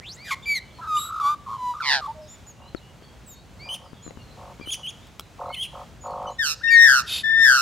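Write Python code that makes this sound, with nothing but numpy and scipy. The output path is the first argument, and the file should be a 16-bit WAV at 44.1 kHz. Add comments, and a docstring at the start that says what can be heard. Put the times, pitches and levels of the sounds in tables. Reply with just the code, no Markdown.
"""Magpies on a wooden picnic table among trees, over a soft outdoor rumble and small birds further off.
A young magpie squeals; an adult carols, with a rasping scold from the left, then falls to low purrs.
Beaks and claws tap the planks between chirps. Last come three squawks close on the left, and the young
one squeals and screeches among them. Each note is a whistle of the syrinx, shaken by a second, slower
vibration that turns it into a warble or a rasp."""
import sys
import numpy as np
from scipy import signal
from scipy.fft import rfft, irfft
from scipy.io import wavfile
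from scipy.ndimage import uniform_filter1d

SR = 44100
rng = np.random.default_rng(int(sys.argv[2]) if len(sys.argv) > 2 else 0)


def bounce(signal):
    """Save signal as a 16-bit WAV file at the path given by the first command-line argument."""
    frames = np.transpose(np.atleast_2d(signal))
    limited = np.clip(frames, -1, 1)
    pcm = np.round(limited * 32767).astype(np.int16)
    wavfile.write(sys.argv[1], SR, pcm)


N = 335601
TOP_HZ = 15800
# colour that throat and open beak give the carol, squeals and screech: freq_hz, gain_db
OPEN_THROAT = [(1500, -5.5), (3700, 11), (5400, 1), (7300, 2), (8500, -9), (12000, -3.5), (15500, -25)]


def undb(db):
    """Decibels to gain."""
    return 10 ** (np.asarray(db) / 20)


def colour(points, hz):
    """Gain of a (freq_hz, gain_db) curve at the given frequencies."""
    freq_hz, db = np.transpose(points)
    return undb(np.interp(np.log(hz + 1), np.log(freq_hz), db))


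def unit(x):
    """Scale to rms 1."""
    return x / np.sqrt(np.mean(x ** 2))


def wander(n, rate_hz):
    """Random drift of rms 1 that changes course about rate_hz times a second."""
    at = np.arange(n) * rate_hz / SR
    count = int(at[-1]) + 2
    return unit(np.interp(at, np.arange(count), rng.standard_normal(count)))


def turns(hz):
    """Phase in radians of a moving frequency."""
    return 2 * np.pi * np.cumsum(hz) / SR


def ramp(t, start, end):
    """0 before start, 1 after end, straight between."""
    return np.clip((t - start) / max(end - start, 1e-4), 0, 1)


def add(track, start_s, x):
    """Mix x into the track from start_s."""
    i = max(int(start_s * SR), 0)
    track[..., i:i + x.shape[-1]] += x[..., :max(N - i, 0)]


def air(level_db=-47.5, width=.34, sway_db=1.2):
    """Low outdoor rumble and a faint hiss of leaves, each swaying a little."""
    # background spectrum: freq_hz, gain_db
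    tilt = [(15, -65), (25, -75), (49, 6), (116, 3.5), (170, 1), (310, -8.5), (722, -10.5), (1750, -17.5),
            (2770, -19), (5140, -25), (6730, -25), (10600, -35), (15500, -38)]
    hz = np.fft.rfftfreq(N, 1 / SR)
    spectrum = rfft(rng.standard_normal((2, N))) * colour(tilt, hz)
    low = 1 / (1 + (hz / 600) ** 2)
    mid, side = sum(irfft(spectrum * band, N) * undb(sway_db * wander(N, 5)) for band in (low, 1 - low))
    return undb(level_db) * unit(np.array([mid + width * side, mid - width * side]))


def breath(n, throat):
    """Air torn at the syrinx hisses through the throat."""
    return unit(irfft(rfft(rng.standard_normal(n)) * colour(throat, np.fft.rfftfreq(n, 1 / SR)), n))


def syrinx(flutter_hz, hoarse, contour, throat, swing, throb, bite, hiss_db):
    """One note: flutter bends its pitch (swing), chops its fundamental (throb) and overtones (bite)."""
    times, *curves = contour
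    t = np.arange(times[0], times[-1], 1 / SR)
    n = len(t)
    hz, first_db, second_db, upper_db, depth = (np.interp(t, times, curve) for curve in curves)
    flutter = turns(flutter_hz * (1 + .038 * wander(n, 89.5)))
    shake = swing * np.sin(flutter) + hoarse * wander(n, 450)
    hz = hz * (1 + depth * shake + .00452 * wander(n, 200))
    phase = turns(hz)
    beat = depth * np.sin(flutter + 1.74)
    # dividing by the Bessel term keeps the power steady at any flutter depth
    first_chop, overtone_chop = (np.exp(a * beat) / np.sqrt(np.i0(2 * a * depth)) for a in (throb, bite))
    k = np.arange(3, 15)[:, None]
    # each overtone flares as it swings through a resonance of the throat
    weights = colour(throat, k * hz) * (k * hz < TOP_HZ + hz)
    weights /= np.sqrt(uniform_filter1d(np.sum(weights ** 2, axis=0), size=700) + 1e-9)
    hiss = undb(hiss_db) * (depth + .39) * breath(n, throat)
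    upper = np.sum(weights * np.sin(k * phase), axis=0) + hiss
    overtones = undb(second_db) * np.sin(2 * phase) + undb(upper_db) * upper
    tone = first_chop * undb(first_db) * np.sin(phase) + overtone_chop * overtones
    return np.sqrt(2) * tone * np.clip(np.minimum(t - t[0], t[-1] - t) / .0023, 0, 1)


def bird(notes, throat, **voice):
    """Sing a list of notes through one throat."""
    out = np.zeros(N)
    for flutter_hz, hoarse, contour in notes:
        add(out, contour[0][0], syrinx(flutter_hz, hoarse, contour, throat, **voice))
    return out


def slur(start, crest, end, from_hz, to_hz, db, second_db, upper_db, depth,
         bend, flutter_hz, hoarse, edge_db, dull_db):
    """A note that glides (early if bend < 1); at its ends the tone dips edge_db, overtones dull_db."""
    t = np.linspace(start, end, 200)
    slack = (1 - ramp(t, start, crest) + ramp(t, crest, end)) ** 2
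    hz = from_hz * (to_hz / from_hz) ** (ramp(t, start, end) ** bend)
    levels = db - edge_db * slack, second_db - dull_db * slack, upper_db - dull_db * slack
    return flutter_hz, hoarse, (t, hz, *levels, np.full_like(t, depth))


def squeals():
    """The young magpie's short, breathy, gliding cries."""
    # start_s, crest_s, end_s, from_hz, to_hz, level_db, second_harmonic_db, upper_harmonics_db,
    # flutter_depth, bend
    cries = [(.005, 0.098, .17, 1670, 7930, -39.5, -62, -70, 0.61, 0.95),
             (0.242, 0.308, 0.32, 2094, 1360, -37, -45, -46.5, 0.55, 1.05),
             (.305, 0.316, 0.35, 1240, 1074, -27, -25.5, -35.5, 0.46, 0.47),
             (0.456, 0.522, .556, 2335, 2223, -20.5, -34.5, -41.5, 0.07, 2.47),
             (0.541, 0.562, .594, 2240, 1860, -26.5, -29, -39.5, 0.16, 1.7),
             (0.946, 0.993, 1.106, 3510, 3915, -35, -37, -43, 0.15, .45),
             (6.7, 6.733, 6.795, 2340, 1950, -25, -30.5, -39.5, .07, 1.66)]
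    notes = [slur(*row, flutter_hz=196.7, hoarse=.0912, edge_db=16.5, dull_db=14) for row in cries]
    return bird(notes, OPEN_THROAT, swing=.087, throb=.47, bite=.37, hiss_db=-2)


def whistles(rows, waver=.0097):
    """Thin whistles, each curving through three pitches."""
    out = np.zeros(N)
    for start_s, length_s, *pitches_hz, db, second_db in rows:
        u = np.linspace(0, 1, int(length_s * SR))
        hz = np.polyval(np.polyfit([0, .5, 1], pitches_hz, 2), u)
        phase = turns(hz * (1 + waver * wander(len(u), 405)))
        tone = np.sin(phase) + undb(second_db) * np.sin(2 * phase)
        add(out, start_s, undb(db) * np.sqrt(8 * u * (1 - u)) * tone)
    return out


def far_song(level_db=-63, count=60):
    """Short slurred notes from all over the wood."""
    draws = rng.random((count, 4))
    starts_s = draws[:, 0] * N / SR
    pitches_hz = 2800 * 2 ** draws[:, 1]
    glides = 1 + (draws[:, 2:] - .5) / 3
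    return whistles([(start, .07, hz * onset, hz, hz * tail, level_db, -20)
                     for start, hz, (onset, tail) in zip(starts_s, pitches_hz, glides)])


def small_birds():
    """Thin whistles around the magpies, mostly from small birds; the row at 6.675 s is the young magpie's short
    lead-in to its squeal."""
    # start_s, length_s, from_hz, middle_hz, to_hz, level_db, second_harmonic_relative_db
    calls = [(.165, 0.15, 1844, 2380, 2320, -48, -2), (0.423, 0.035, 3230, 3590, 2830, -45, -16),
             (.968, 0.012, 2770, 2960, 2930, -35.5, -14), (2.278, 0.083, 6320, 7130, 6680, -47.5, -24),
             (2.759, 0.028, 4500, 4080, 3730, -49, -29), (3.261, 0.091, 8260, 7200, 6600, -48, -7),
             (3.592, 0.11, 2120, 2374, 2400, -46.5, -1), (4.022, 0.079, 6720, 7100, 6560, -47.5, -33),
             (4.608, 0.046, 2310, 2380, 2230, -44.5, -10), (5.49, 0.097, 2060, 2190, 1900, -45, -8),
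             (3.27, 0.17, 3910, 3720, 3950, -59.5, -20), (6.608, 0.024, 1290, 1590, 1900, -42, -24),
             (6.008, 0.074, 6900, 6860, 6860, -47.5, -32), (6.267, 0.029, 2970, 3030, 2940, -43, -8),
             (2.465, .055, 6900, 6870, 6300, -47, -20), (2.8, 0.13, 2880, 2900, 2900, -59, -28),
             (6.295, 0.061, 6230, 6800, 6800, -55, -30), (6.675, 0.027, 2584, 2730, 2750, -32.5, -4)]
    return whistles(calls)


def carol():
    """Pure fluted notes joined by softer warbles."""
    # start_s, crest_s, end_s, from_hz, to_hz, level_db, upper_harmonics_db, flutter_depth
    flutes = [(.87, 0.967, 1.0, 1306, 1187, -20, -43, 0.01),
              (1.216, 1.27, 1.35, 1122, 1203, -18, -41, 0.15),
              (1.579, 1.698, 1.745, 1015, 975, -25.5, -49.5, 0.01),
              (2.071, 2.096, 2.124, 850, 926, -29, -78, 0.12),
              (2.142, 2.196, 2.285, 636, 601, -42, -78, 0.14)]
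    # start_s, crest_s, end_s, from_hz, to_hz, level_db, flutter_hz
    warbles = [(0.785, 0.802, .812, 936, 1044, -39, 315), (0.812, 0.84, .885, 1374, 1219, -34.5, 314),
               (0.996, 1.035, 1.1, 1228, 1307, -36.5, 50.7), (1.089, 1.18, 1.198, 1300, 1247, -29.5, 51.8),
               (1.198, 1.201, 1.225, 1190, 1207, -22.5, 52), (1.462, 1.537, 1.575, 1107, 1061, -31, 113.7),
               (1.737, 1.74, 1.8, 1170, 1217, -34.5, 56), (1.801, 1.807, 1.832, 1624, 1232, -26.5, 138),
               (2.01, 2.08, 2.076, 1342, 1086, -30.5, 57.6)]
    notes = [slur(*shape, upper_db - 7, upper_db, depth, bend=.7, flutter_hz=294.3, hoarse=.11,
                  edge_db=14, dull_db=11.5) for *shape, upper_db, depth in flutes]
    notes += [slur(*shape, db, db - 34, db - 25, depth=.487, bend=.54, flutter_hz=rate, hoarse=.077,
                   edge_db=6, dull_db=9) for *shape, db, rate in warbles]
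    return bird(notes, OPEN_THROAT, swing=.057, throb=.93, bite=.67, hiss_db=-4)


def scatter(x, db):
    """Planks, tub and bodies reflect the overtones within a few milliseconds and make them uneven."""
    t = np.arange(int(.0078 * SR)) / SR
    highpass = signal.butter(2, 3000, "high", fs=SR, output="sos")
    echo = signal.sosfilt(highpass, rng.standard_normal(len(t)) * np.exp(-t / .019))
    return x + undb(db) * signal.fftconvolve(x, echo / np.linalg.norm(echo))[:N]


def scold():
    """One sinking, hard-fluttering rasp whose overtones swell far above its fundamental."""
    # start_s, crest_s, end_s, from_hz, to_hz
    glide = (1.818, 1.928, 2.008, 1240, 755)
    # throat colour: freq_hz, gain_db
    low_throat = [(1000, -11), (2700, -4), (4400, 6.5), (5500, -4.5), (7500, -17.5), (15000, -35)]
    rasp = slur(*glide, db=-30, second_db=-21, upper_db=-21.5, depth=.73, bend=.72, flutter_hz=137,
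                hoarse=.041, edge_db=7, dull_db=22.5)
    return scatter(bird([rasp], low_throat, swing=.095, throb=1.1, bite=.9, hiss_db=-20), db=-11)


def from_left(x, spread, lag_s):
    """A near call on the left reaches the two microphones at different times, in different colours."""
    # shading at spread 1: freq_hz, left_minus_right_db
    shading = [(1350, -1), (1600, 6), (1850, 10.5), (2300, -4), (2800, -3), (3600, -5.5), (4400, -25),
               (5400, -18.5), (6300, 5), (7300, 8), (9000, 16.5), (15000, 5.5)]
    hz = np.fft.rfftfreq(N, 1 / SR)
    ratio = colour(shading, hz) ** spread
    pair = np.array([ratio, np.exp(-2j * np.pi * hz * lag_s)]) * np.sqrt(2 / (1 + ratio ** 2))
    return irfft(rfft(x) * pair, N)


def purrs(rise_s=.024, fall_s=.025, echo_s=.00556, echo_db=-7):
    """A soft low tone swoops up and down about fifty times a second, with a reflection close behind."""
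    # start_s, end_s, level_db, throb_hz
    bouts = [(2.57, 2.695, -53.5, 50.2), (3.647, 3.773, -46.5, 46.8), (3.783, 3.894, -51.5, 45.8),
             (4.364, 4.544, -46, 50.05), (4.764, 4.831, -49, 48.8), (5.381, 5.531, -35, 46.56),
             (5.719, 5.848, -40.5, 46.7), (6.03, 6.335, -34, 50.5)]
    # one throb: cycle_share, pitch_hz, relative_db
    throb = [(0, 517.6, 7.5), (0.198, 739.6, 3), (.42, 1353, -0.5), (.62, 985.5, 11), (.78, 695, 7),
             (0.901, 480.6, 3.5), (1.002, 539, -2)]
    share, pitch_hz, throb_db = np.transpose(throb)
    out = np.zeros(N)
    for start, end, db, rate_hz in bouts:
        t = np.arange(0, end - start, 1 / SR)
        n = len(t)
        cycle = np.cumsum(rate_hz * (1 + .046 * wander(n, 39.8))) / SR % 1
        phase = turns(np.interp(cycle, share, pitch_hz) * (1 + .045 * wander(n, 350)))
        purr = unit(undb(np.interp(cycle, share, throb_db) + wander(n, 53)) * np.sin(phase))
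        purr *= undb(db) * np.clip(np.minimum(t / rise_s, (t[-1] - t) / fall_s), 0, 1)
        add(out, start, purr)
        add(out, start + echo_s, undb(echo_db) * purr)
    return out


def strike(modes, crack_db, crack_s):
    """A blow: damped modes and a brief crack of contact, peak 1."""
    t = np.arange(int(.06 * SR)) / SR
    ring = sum(undb(db - 60 * t / t60) * np.sin(2 * np.pi * hz * t) for hz, db, t60 in modes)
    hit = ring + undb(crack_db) * np.exp(-t / crack_s) * rng.standard_normal(len(t))
    return hit / np.abs(hit).max()


def plank_taps():
    """Beaks and claws knock dully on the planks."""
    # start_s, level_db, pitch_hz, left_minus_right_db
    knocks = [(2.748, -25.5, 347, 33.5), (3.023, -31.5, 450, 4), (3.932, -31, 257, 17),
              (4.065, -31, 293, 19), (4.078, -31.5, 305, 22), (4.108, -31.5, 520, 19),
              (4.173, -30, 240, 15.5), (4.598, -28.5, 267, 15), (4.612, -28.5, 302, 14),
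              (4.674, -30, 327, 19)]
    # plank modes: pitch_ratio, gain_db, t60_s
    plank = [(1, 0, 0.021), (1.5, -5, 0.014), (3.9, -8.5, 0.013), (5.1, -12, 0.0057)]
    out = np.zeros((2, N))
    for start, db, hz, pan_db in knocks:
        modes = [(hz * ratio, gain_db, t60) for ratio, gain_db, t60 in plank]
        gains = undb(db - 3.5 + np.array([[pan_db], [-pan_db]]) / 2)
        add(out, start, gains * strike(modes, crack_db=-34, crack_s=.0013))
    return out


def chirp(start, crack, end, from_hz, top_hz, db, swell_db, second_db, upper_db,
          clear=.16, rasp=.707, flutter_hz=264, hoarse=.0936, break_s=.0034, drop=.15, fade_db=16):
    """A clear whistle glides and brightens, then breaks into a short scratch that drops and dies."""
    t = np.linspace(start, end, 200)
    climb, after = ramp(t, start, crack), ramp(t, crack, end)
    hz = (from_hz + (top_hz - from_hz) * climb ** 2) * (1 - drop * np.sqrt(after))
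    first_db = db - swell_db * (1 - climb) - fade_db * after
    dull_db = 15 * (1 - climb + after ** 2)
    depth = clear + (rasp - clear) * ramp(t, crack - break_s, crack + break_s)
    return flutter_hz, hoarse, (t, hz, first_db, second_db - dull_db, upper_db - dull_db, depth)


def chirps():
    """Scratchy chirps through a narrow throat."""
    # start_s, break_s, end_s, from_hz, top_hz, level_db, swell_db, second_harmonic_db, upper_harmonics_db
    calls = [(3.688, 3.743, 3.768, 3008, 3166, -31.5, 0.5, -45.5, -41.5),
             (4.657, 4.702, 4.712, 2990, 3180, -28.5, 17, -52, -43.5),
             (4.704, 4.726, 4.76, 3434, 3334, -26, 19, -31.5, -34.5),
             (4.831, 4.864, 4.876, 3015, 3000, -32, 6, -58, -50),
             (4.87, 4.893, 4.914, 3170, 3410, -34.5, -6, -42.5, -49),
             (5.526, 5.546, 5.56, 3040, 3060, -30, 15, -66, -46.5),
             (5.562, 5.63, 5.668, 3020, 3402, -26, 12, -51.5, -41)]
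    # throat colour: freq_hz, gain_db
    narrow_throat = [(2000, -13.5), (3000, -6), (6200, -2), (8000, -9.5), (10200, 6), (11600, -10),
                     (15500, -15)]
    return bird([chirp(*row) for row in calls], narrow_throat, swing=.05, throb=.7, bite=.8, hiss_db=-6)


def beak_snaps():
    """A beak claps shut with a dry crack and a brief ring."""
    # start_s, peak_db
    snaps = [(5.07, -36.5), (5.196, -17), (5.208, -30)]
    # beak modes: freq_hz, gain_db, t60_s
    beak = [(1330, 15.5, 0.011), (3310, 18, 0.0098), (5400, 13.5, 0.006), (8000, 10, 0.0072),
            (11900, -17, .003)]
    out = np.zeros(N)
    for start, db in snaps:
        add(out, start, undb(db) * strike(beak, crack_db=10, crack_s=.0033))
    return out


def squawk(start, crest, wide, crack, end, pitch_hz, drop_oct, settle_s, db, fade_db, flutter_hz,
           clear=.11, rasp=.736, hoarse=.027, rise_oct_per_s=.14, break_s=.011,
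           attack_s=.0095, release_s=.029, swell_db=13, opening_db_per_s=264, shut_db=22):
    """A held tone swells as the beak opens, then breaks: it rasps, sinks and fades under its overtones."""
    t = np.linspace(start, end, 200)
    until_break = np.maximum(crack - t, 0)
    since_break = break_s * np.logaddexp(0, (t - crack) / break_s)  # rounded corner
    broken = 1 - np.exp(-since_break / (2 * break_s))
    sunk = 1 - np.exp(-since_break / settle_s)
    hz = pitch_hz * 2 ** (-rise_oct_per_s * until_break - drop_oct * sunk)
    edges_db = 17 * (ramp(t, start, start + attack_s) - 1 - ramp(t, end - release_s, end))
    muffle_db = np.clip(opening_db_per_s * (wide - t), 0, shut_db)
    first_db = db + edges_db - swell_db * (1 - ramp(t, start, crest)) - fade_db * (sunk / sunk[-1]) ** 2
    second_db = -26 + edges_db - .42 * muffle_db - 8 * broken
    upper_db = -25.5 + edges_db - muffle_db
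    tremble = clear * (2 - 1.5 * muffle_db / shut_db)
    depth = tremble + (rasp - tremble) * broken
    return flutter_hz, hoarse, (t, hz, first_db, second_db, upper_db, depth)


def squawks():
    """Three loud calls through a wide throat, roughened by close reflections."""
    # start_s, crest_s, beak_wide_s, break_s, end_s, pitch_hz, drop_octaves, settle_s, level_db,
    # fade_db, flutter_hz
    calls = [(6.383, 6.399, 6.462, 6.424, 6.548, 1853, .5, 0.031, -20.5, 18, 148),
             (6.631, 6.753, 6.825, 6.858, 7.025, 1861, 1.2, 0.28, -10, 14.5, 134),
             (7.233, 7.5, 7.45, 7.458, 7.635, 1812, .7, .16, -9, 15, 127.5)]
    # throat colour: freq_hz, gain_db
    wide_throat = [(2000, -8), (4200, 12), (5300, 14.5), (6300, 11), (7300, 3.5), (10000, -5.5),
                   (13000, -3), (15500, -17)]
    notes = [squawk(*row) for row in calls]
    return scatter(bird(notes, wide_throat, swing=.08, throb=.6, bite=.7, hiss_db=-15), db=-10)


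def screech(start_s=7.06, end_s=7.23, level_db=-27, rough_db=2.5, hiss_db=-7):
    """The young bird's harsh begging: a few shrill tones that shake at random, with torn air."""
    # pitch_hz, shake_hz, gain_db
    tones = [(2590, 110, -6.5), (3210, 207, -4), (3660, 87, 0.5), (4550, 350, -2), (7400, 400, -14),
             (10700, 550, -9)]
    n = int((end_s - start_s) * SR)
    shared_shake = wander(n, 110) / 2
    shrill = np.zeros(n)
    for hz, shake_hz, db in tones:
        gain = undb(db + rough_db * wander(n, 249.3))
        shrill += gain * np.sin(turns(hz + shake_hz * (wander(n, 1200) + shared_shake)))
    cry = unit(shrill) + undb(hiss_db) * breath(n, OPEN_THROAT)
    out = np.zeros(N)
    add(out, start_s, undb(level_db) * cry * np.sin(np.linspace(0, np.pi, n)))
    return out


def trees(x, t60_s=.59, gap_s=.0087, width=.21, dull_hz=6000):
    """Trunks and crowns scatter a thin, long echo."""
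    t = np.arange(SR) / SR
    decay = undb(-60 * t / t60_s) * (1 + 2 * np.exp(-t / .046)) * (t > gap_s)
    mid, side = rng.standard_normal((2, SR)) * decay
    lowpass = signal.butter(1, dull_hz, fs=SR, output="sos")
    echo = signal.sosfilt(lowpass, [mid + width * side, mid - width * side])
    return signal.fftconvolve(x[None], unit(echo) / np.sqrt(SR), axes=1)[:, :N]


def scene():
    """The birds at the table are nearly dry; those further off carry more echo."""
    singer = carol() + purrs()
    scolding, squawking = scold(), squawks()
    young = squeals() + screech()
    distant = chirps() + small_birds()
    table_send = undb(-22.5) * singer + undb(-33) * scolding + undb(-21) * (squawking + young)
    echo = trees(table_send + undb(-15) * distant + far_song())
    aside = from_left(squawking, spread=.98, lag_s=.00009) + from_left(scolding, spread=.7, lag_s=.00006)
    return singer + young + distant + aside + plank_taps() + beak_snaps() + echo + air()


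def record(dry):
    """The phone cuts the top of the treble."""
    return signal.sosfilt(signal.ellip(10, .2, 80, TOP_HZ, fs=SR, output="sos"), dry)


dry = scene()
out = record(dry)
bounce(out)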